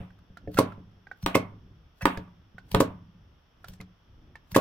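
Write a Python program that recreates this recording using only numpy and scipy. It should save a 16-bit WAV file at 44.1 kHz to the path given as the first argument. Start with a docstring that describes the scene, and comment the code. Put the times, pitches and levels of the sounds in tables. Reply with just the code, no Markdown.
"""A small, cold model vacuum engine gives hollow pops as a finger flicks its flywheel round.
Each pop is a puff of air that sets the cylinder ringing. The valve gear chatters and clacks, the metal
rings on, and loose joints tick as the wheel swings back. Skin brushes the ridged rim, the dry piston
rubs, and the base rocks on the table. A small room echoes it all, over a low rumble and a thin hiss."""
import sys
import numpy as np
from scipy import signal
from scipy.fft import rfft, irfft, next_fast_len
from scipy.io import wavfile

SR = 44100
rng = np.random.default_rng(int(sys.argv[2]) if len(sys.argv) > 2 else 0)


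def master_out(mix):
    """Clip the mix to full scale and print it as 16-bit PCM to the path in sys.argv[1]."""
    frames = np.transpose(np.atleast_2d(mix))
    ceiling = np.clip(frames, -1, 1)
    pcm = np.round(ceiling * 32767).astype(np.int16)
    wavfile.write(sys.argv[1], SR, pcm)


N = 203197
TIME = np.arange(N) / SR


def amp(db):
    """Turn decibels into a number to multiply by."""
    return 10 ** (np.asarray(db) / 20)


def panned(db):
    """Left and right gains; a positive pan makes the left side louder."""
    return amp(np.array([[.5], [-.5]]) * db)


def at_hz(table, hz, column=1):
    """Read between a table's rows, spacing the frequencies by octaves."""
    table = np.array(table)
    return np.interp(np.log(np.maximum(hz, 1)), np.log(table[:, 0]), table[:, column])


def add(out, s, sound):
    """Mix a short sound in at s seconds."""
    start = int(np.clip(s * SR, 0, N - 1))
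    out[:, start:start + sound.shape[1]] += sound[:, :N - start]


def white_noise(alike, size):
    """Stereo noise whose two sides are unrelated (alike=0) up to identical (alike=1)."""
    mid, side = rng.standard_normal((2, size))
    return np.sqrt((1 + alike) / 2) * mid + np.sqrt((1 - alike) / 2) * side * [[1], [-1]]


# Where the engine's hissy sounds sit between left and right: f/Hz, pan/dB
TREBLE_PAN = [(1500, -13), (3000, 1.5), (5000, 3), (7500, 12), (16000, 10)]
def noise(spectrum, alike, pan=None):
    """Steady stereo noise of strength 1, with its tone shaped by a table."""
    size = next_fast_len(N)
    hz = np.fft.rfftfreq(size, 1 / SR)
    gain = amp(at_hz(spectrum, hz)) * (panned(at_hz(pan, hz)) if pan else 1)
    shaped = irfft(rfft(white_noise(alike, size)) * gain, size)[:, :N]
    return shaped / shaped.std()


def wander(per_s):
    """A random curve around zero that glides to a new value so many times a second."""
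    return np.interp(TIME * per_s, np.arange(5000), rng.standard_normal(5000))


def burst(s, rise, t60):
    """A loudness curve that swells to 1 at time s, then fades by 60 dB in t60 seconds."""
    return amp(-60 * np.minimum(np.maximum((s - TIME) / rise, (TIME - s) / t60), 2))


def ring(tones, contact=.0001, size=SR // 3):
    """A struck object rings with fading tones; a longer contact (in seconds) softens the start."""
    t = TIME[:size]
    sound = 0
    for k, (hz, db, t60, pan) in enumerate(tones):
        fade = amp(db + rng.standard_normal() - 60 * t / t60)
        sound += (-1) ** k * panned(pan) * fade * np.sin(2 * np.pi * hz * t)
    return (1 - np.exp(-(t / contact) ** 2)) * sound


# Tone of the low rumble: f/Hz, level/dB
RUMBLE = [(15, -37), (25, 0.5), (81, 3), (214, -9.5), (265, -10), (781, -29.5), (1000, -38), (1300, -62),
          (2200, -120)]
# Tone of the thin hiss: f/Hz, level/dB
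THIN_HISS = [(900, 5), (1300, 5.5), (2300, -3), (3400, 2), (4000, -10.5), (4900, -8.5), (5600, -2.5),
             (6400, -19.5), (8000, -30), (13000, -20), (16000, -20.5)]
def background(rumble_db=-58, wander_db=5, hiss_db=-67.5):
    """A quiet rumble wavers under a steady, thin hiss."""
    rumble = amp(rumble_db + wander_db * wander(per_s=9)) * noise(RUMBLE, alike=.97)
    return rumble + amp(hiss_db) * noise(THIN_HISS, alike=.2)


# Low notes that linger between the walls: f/Hz, level/dB, t60/s, pan/dB
ROOM_TONES = [(84.3, -59, 0.22, 0.19), (102.6, -60, 0.88, 0.053), (137.3, -51.5, 0.23, 0.15),
              (182.6, -53.5, 0.36, 0.58), (245, -55.5, 0.26, 0.0086), (275.5, -56.5, 0.26, 0.94),
              (392, -65.5, 0.38, 0), (535, -68, 0.076, 0.09)]
# Echoes from nearby walls: delay/s, level/dB
ECHOES = [(.0072, -14), (0.0128, -12), (0.0201, -12.5)]
# The wash of later echoes: f/Hz, level/dB, t60/s, left-right likeness (0 to 1)
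ROOM_TAIL = [(81.5, -18, 0.64, 1), (175, -6.5, 0.9, 0.99), (277, -18, 0.3, 0.61), (538.6, 0, 0.17, 0.35),
             (1048, -13, 0.44, 0.24), (2160, -6.5, 0.21, .05), (3972, -6.5, 0.16, .05),
             (8100, -5.5, 0.11, .05), (15000, -4.5, 0.084, .05)]
def room(sound, build_s=.0059):
    """The walls add low notes, a few dull echoes and a tail that fades at its own pace in each band."""
    t = TIME[:SR]
    response = ring(ROOM_TONES, size=SR)
    for delay, db in ECHOES:
        response[:, int(delay * SR)] += amp(db)
    response = signal.sosfilt(signal.butter(2, 1500, fs=SR, output="sos"), response)
    onset = 1 - np.exp(-(t / build_s) ** 2)
    edges = np.geomspace(50, 18000, 18)
    for low, high in zip(edges, edges[1:]):
        db, t60, alike = (at_hz(ROOM_TAIL, np.sqrt(low * high), column) for column in (1, 2, 3))
        bandpass = signal.butter(2, [low, high], "band", fs=SR, output="sos")
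        band = signal.sosfilt(bandpass, white_noise(alike, SR))
        scale = np.sqrt(2 * np.log(1000) / (t60 * SR))   # a longer tail gets no extra energy
        response += band * amp(db - 60 * t / t60) * scale * onset
    return sound + signal.fftconvolve(sound, response, axes=1)[:, :N]


# The base hits the table: t/s, sway level/dB, knock level/dB
THUDS = [(0.003, -27.5, -53), (0.3, -37, -68), (0.473, -26.5, -38.5), (2.173, -26.5, -43.5),
         (2.545, -39, -74), (2.743, -10.5, -24.5), (3.799, -33.5, -54.5)]
# Deep tones of the swaying base: f/Hz, level/dB, t60/s, pan/dB
BASE_SWAY = [(31.8, -11, 0.21, 0), (59, -13, 0.013, 0.011), (82, 0, 0.077, 0.00062),
             (123, -6.5, 0.079, 0.0043), (169.8, -0.5, 0.12, 0.013)]
# Higher tones of its knock: f/Hz, level/dB, t60/s, pan/dB
BASE_KNOCK = [(300, 3, 0.13, 2.5), (424.2, 1, 0.17, -1), (560, 6, 0.035, -4.5), (715, 3, 0.03, -2)]
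def thuds(sway_db=-3, rock_db=-31, loss_db=14, soft_db=-22):
    """The heavy base knocks on the table, and rocks back softly twice after each pop."""
    out, rocks = np.zeros((2, N)), []
    for s, db, _, period in POPS:
        for k in range(2):
            level_db = db + rock_db - k * loss_db
            rocks.append((s + (k + 1) * period, level_db, level_db + soft_db))
    for s, db, knock_db in THUDS + rocks:
        add(out, s, amp(db + sway_db) * ring(BASE_SWAY, contact=.0017))
        add(out, s, amp(knock_db) * ring(BASE_KNOCK, contact=.0015))
    return out


# Long tones of the engine's metal body: f/Hz, level/dB, t60/s, pan/dB
BODY_TONES = [(1030, -13.5, 0.067, -4), (1094, -9.5, .3, -6), (1160, -8.5, 0.096, -4.5)]
# Its many crowded tones, which blur into noise: f/Hz, level/dB
BODY_BLUR = [(300, -12.5), (700, 4.5), (1100, 3), (1600, -3), (2500, -4.5), (3600, -11), (5000, -36),
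             (9000, -28.5)]
def body_ring(tones_db=-23.5, earlier_db=-51.5, clack_db=-17):
    """Pops and clacks set the metal body ringing; at the start it still rings from an earlier turn."""
    out = np.zeros((2, N))
    for s, db, *_ in POPS + CLACKS:
        add(out, s, amp(db + tones_db) * ring(BODY_TONES, contact=.002))
    blows = [(0, earlier_db)] + [(s, db) for s, _, db, _ in POPS]
    blows += [(s, db + clack_db) for s, _, db, _ in CLACKS]
    blur = sum(amp(db) * burst(s + .002, rise=.0075, t60=.35) for s, db in blows)
    return out + blur * noise(BODY_BLUR, alike=.18)


# Clear, high tones of the metal: f/Hz, level/dB, t60/s, pan/dB
PINGS = [(2185, -1, 0.28, -3), (2765, -12, 0.17, 1), (3165, -13.5, .22, 3.5), (6180, -15.5, 0.14, -7),
         (6300, -14, .13, -2), (7354, -11.5, 0.054, 7)]
def pings(clack_db=-36, chatter_db=-24, loss_db_per_octave=19):
    """Clacks and chatter make the metal ping; chatter pitched far from the lowest tone does so less."""
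    out = np.zeros((2, N))
    for s, db, *_ in CLACKS:
        add(out, s, amp(db + clack_db) * ring(PINGS))
    for s, db, hz, _, length in CHATTER:
        octaves_away = abs(np.log2(hz / PINGS[0][0]))
        add(out, s + length, amp(db + chatter_db - loss_db_per_octave * octaves_away) * ring(PINGS))
    return out


# The finger flicks the wheel: t/s, brush level/dB, push level/dB
FLICKS = [(0.5392, -37, -21), (1.224, -38, -15.5), (2.0175, -35.5, -16), (2.7123, -34.5, -21),
          (3.68, -39.5, -27), (4.5138, -37, -22)]
# Tone of skin rubbing the rim: f/Hz, level/dB
SKIN = [(800, 5.5), (2500, 5), (4500, 7.5), (6000, -1.5), (8000, -5.5), (10000, -4.5), (13000, 1.5),
        (16000, 5.5)]
def finger_brushes(skin_db=-2.5, touch_db=-27, catch_db=7, grain_db=4, squeak_hz=5800, squeak_db=-34):
    """Skin catches on the ridged rim, then slips in jerks; the push sways the base and squeaks faintly."""
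    out, stroke, touch, drag = np.zeros((2, N)), 0, 0, 0
    for s, db, push_db in FLICKS:
        stroke += amp(db + skin_db) * burst(s + .0044, rise=.011, t60=.026)
        touch += amp(db + touch_db) * burst(s, rise=.19, t60=.026)
        drag += amp(push_db + squeak_db) * burst(s + .018, rise=.06, t60=.037)
        add(out, s + .0028, amp(push_db) * ring(BASE_SWAY, contact=.017))
    narrow = signal.iirpeak(squeak_hz, Q=40, fs=SR)
    squeak = signal.lfilter(*narrow, white_noise(.98, N))
    squeak = signal.lfilter(*narrow, squeak)   # filtering twice gives a purer note
    skin = stroke * amp(grain_db * wander(per_s=700)) + touch * amp(catch_db * wander(per_s=250))
    return out + skin * noise(SKIN, .55, TREBLE_PAN) + drag * squeak / squeak.std()


def piston_rub(rub_db=-21, firm_push_db=-12.5, firm_travel_s=.011, catch_db=6):
    """The dry piston catches and slips after each flick; a weak push makes it slower and fainter."""
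    friction = 0
    for s, db, push_db in FLICKS:
        speed_db = push_db - firm_push_db
        travel = firm_travel_s / amp(speed_db)   # time to reach full speed
        friction += amp(db + rub_db + .22 * speed_db) * burst(s + travel, 5 * travel, 2 * travel)
    return friction * amp(catch_db * wander(per_s=130)) * noise(HISS, .5, TREBLE_PAN)


# Tones of the connecting rod: multiple of the pitch, level/dB, multiple of t60, pan/dB
ROD = [(0.359, -17, 1.8, -3), (0.52, -17, 1.5, 0.5), (1, -2.5, 1, -6.5), (1.2, -13, 0.9, -5.5),
       (1.401, -9.5, .6, -6)]
def rod_knock(hz, contact, t60=.014):
    """One knock on the connecting rod, quickly hushed by its joints."""
    tones = [(hz * ratio, db, t60 * share, pan) for ratio, db, share, pan in ROD]
    return ring(tones, contact, size=SR // 10)


# Loose joints tick: t/s, level/dB, f/Hz, treble level/dB
TICKS = [(0.1038, -51.5, 1560, -80.5), (0.187, -57, 1267, -72), (0.37, -36, 1394, -60.5),
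         (0.4753, -47.5, 1760, -77), (0.7203, -38, 1340, -72), (0.9147, -65, 1267, -82),
         (1.069, -38.5, 1573, -79.5), (1.1132, -28.5, 1526, -74), (2.1717, -33, 1680, -47),
         (2.2767, -49, 1170, -86), (2.5813, -34, 1494, -64), (3.6422, -35, 1383, -55.5),
         (3.8023, -40, 2087, -62), (3.8099, -47.5, 2406, -50), (4.3542, -36, 1786, -62)]
# Tone of their dry rattle: f/Hz, level/dB
RATTLE = [(400, -13), (900, 5), (1600, 4), (2600, -2.5), (3800, -1.5), (5500, -5), (9000, -25.5)]
def joint_ticks(rod_db=5.5, rattle_db=-3, click_db=8, bounce_cycles=4, bounce_db=-3):
    """Loose joints bounce in step with the ringing rod; harder, sharper ticks rattle more."""
    out, rattle, click = np.zeros((2, N)), 0, 0
    for s, db, hz, treble_db in TICKS:
        for k in range(3):
            force = amp(db + rod_db + k * k * bounce_db)
            add(out, s + k * bounce_cycles / hz, force * rod_knock(hz, contact=.001))
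        rattle += amp((db + treble_db) / 2 + rattle_db) * burst(s + .002, rise=.0045, t60=.073)
        click += amp(treble_db + click_db) * burst(s + .0035, rise=.0071, t60=.0053)
    return out + rattle * noise(RATTLE, .517) + click * noise(HISS, .6, TREBLE_PAN)


# The roller chatters: t/s, level/dB, f/Hz, treble level/dB, length/s
CHATTER = [(0.569, -20, 1420, -31.5, 0.012), (1.344, -15.5, 2158, -31, 0.0086),
           (2.008, -30.5, 1425, -49, 0.0096), (2.018, -30, 1755, -46.5, .012),
           (4.545, -19.5, 1730, -27, 0.0079)]
# Tones of the small metal links: f/Hz, level/dB, t60/s, pan/dB
LINKS = [(2630, -3, 0.054, 1.5), (3300, -9.5, 0.022, 5.3), (3983, -13.5, 0.0061, 13),
         (4800, -5, 0.006, 0.5)]
def roller_chatter(link_db=-15, swell_db=6, hits=7):
    """A roller skips over the cam (the bump that works the valve), shaking the rod harder and harder."""
    out, grit = np.zeros((2, N)), 0
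    for s, db, hz, treble_db, length in CHATTER:
        for progress in (np.arange(hits) + rng.random(hits)) / hits:
            when = s + length * progress
            force_db = swell_db * (progress - .5)
            add(out, when, amp(db + force_db) * rod_knock(hz, contact=.00088))
            add(out, when, amp(db + force_db + link_db) * ring(LINKS, contact=.00085, size=SR // 10))
            grit += amp(treble_db + force_db) * burst(when + .0019, rise=.0025, t60=.0016)
    return out + grit * noise(HISS, .52, TREBLE_PAN)


# The valve gear snaps over: t/s, level/dB, crack level/dB, multiple of the usual pitch
CLACKS = [(1.262, -15.5, -17, 0.98), (2.055, -7, -14, 1.019), (2.747, -11.5, -15, 0.963)]
# Tones of the valve gear: f/Hz, level/dB, t60/s, pan/dB
VALVE_GEAR = [(139.7, -24, 0.026, -0.5), (407, -8, 0.01, -1), (600, -22.5, 0.005, -2.5),
              (930, -8, 0.0094, -1), (1260, -6.5, 0.006, -7.5), (1617, -19.5, 0.0066, -22.5),
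              (1944, -22, 0.0097, -17.5), (2670, -15, 0.004, -0.5), (3000, -26, 0.0072, 7.5),
              (4340, -27.5, 0.0047, -16)]
# Tone of the hard crack: f/Hz, level/dB
CRACK = [(800, 4.5), (2000, -0.5), (3500, 9), (5500, -0.5), (8000, -3.5), (12000, -11.5), (16000, 1)]
def valve_clacks(ring_db=11, rebound_s=.0033, rebound_db=-4, rattle_db=-3):
    """The valve gear cracks against its stop, rattles and bounces; how it lands shifts its pitch."""
    out, crack = np.zeros((2, N)), 0
    for s, db, crack_db, pitch in CLACKS:
        tones = [(hz * pitch, *rest) for hz, *rest in VALVE_GEAR]
        blow = amp(db + ring_db) * ring(tones, contact=.0002)
        add(out, s, blow)
        add(out, s + rebound_s, amp(rebound_db) * blow)
        snap = burst(s + .00043, rise=.0038, t60=.0028)
        rattle = amp(rattle_db) * burst(s + .0015, rise=.0012, t60=.0087)
        crack += amp(crack_db) * (snap + rattle)
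    return out + crack * noise(CRACK, .6, TREBLE_PAN)


# The cylinder pops: t/s, puff level/dB, body ring level/dB, time between rocks of the base/s
POPS = [(0.5877, -3.5, -37, 0.19), (1.3529, -6, -47, .167), (2.804, -4.5, -87, 0.1),
        (4.562, -2.5, -30.5, .15)]
# Hollow tones of the cylinder: f/Hz, level/dB, t60/s, pan/dB
CYLINDER = [(476, -10.5, 0.016, -1), (643, -15, 0.035, -8.5), (1035, 1, 0.0094, -1.5),
            (1233.4, -14.5, 0.0073, -8), (2040, -25, 0.0064, 3.5)]
# Tone of escaping air, also used for rubbing and clicks: f/Hz, level/dB
HISS = [(800, -1), (2000, 3.5), (3500, 3), (5000, 1.5), (7000, -2), (10000, -5), (16000, -6.5)]
def cylinder_pops(puff_hz=335, ring_db=2, lead_s=.0014, hiss_db=-16, close_db=-1, jolt_db=-19):
    """A puff of air rings the cylinder and jolts the base; air hisses out and the valve shuts again."""
    out, leak = np.zeros((2, N)), 0
    spread = (np.pi * puff_hz * (TIME[:SR // 50] - 2 * lead_s)) ** 2
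    puff = (2 * spread - 1) * np.exp(-spread)   # push, suck, push
    for s, db, _, _ in POPS:
        add(out, s - lead_s, amp(db) * puff * panned(0))
        add(out, s, amp(db + jolt_db) * ring(BASE_SWAY, contact=.0054))
        add(out, s + lead_s, amp(db + ring_db) * ring(CYLINDER, contact=.00048))
        escape = burst(s + lead_s / 2, rise=.012, t60=.019)
        closing = amp(close_db) * burst(s + .0058, rise=.0027, t60=.0099)
        leak += amp(db + hiss_db) * (escape + closing)
    return out + leak * noise(HISS, .48, TREBLE_PAN)


def scene(tick_room_share=.4):
    """The engine plays in the room, over the background; the small ticks stir the room least."""
    ticks = joint_ticks()
    engine = cylinder_pops() + valve_clacks() + pings() + body_ring() + roller_chatter()
    left, right = engine + tick_room_share * ticks + finger_brushes() + piston_rub() + thuds()
    late_right = np.pad(right, (3, 0))[:N]   # sound reaches the right side three samples later
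    return room(np.array([left, late_right])) + (1 - tick_room_share) * ticks + background()


def record(dry, ceiling=.9, soften_hz=15000, cutoff_hz=16500):
    """Round off the loudest peaks, soften the highest treble and cut what lies above it."""
    rounded = dry / (1 + (dry / ceiling) ** 4) ** .25
    softened = signal.sosfilt(signal.butter(6, soften_hz, fs=SR, output="sos"), rounded)
    return signal.sosfilt(signal.ellip(10, .1, 80, cutoff_hz, fs=SR, output="sos"), softened)


dry = scene()
out = record(dry)
master_out(out)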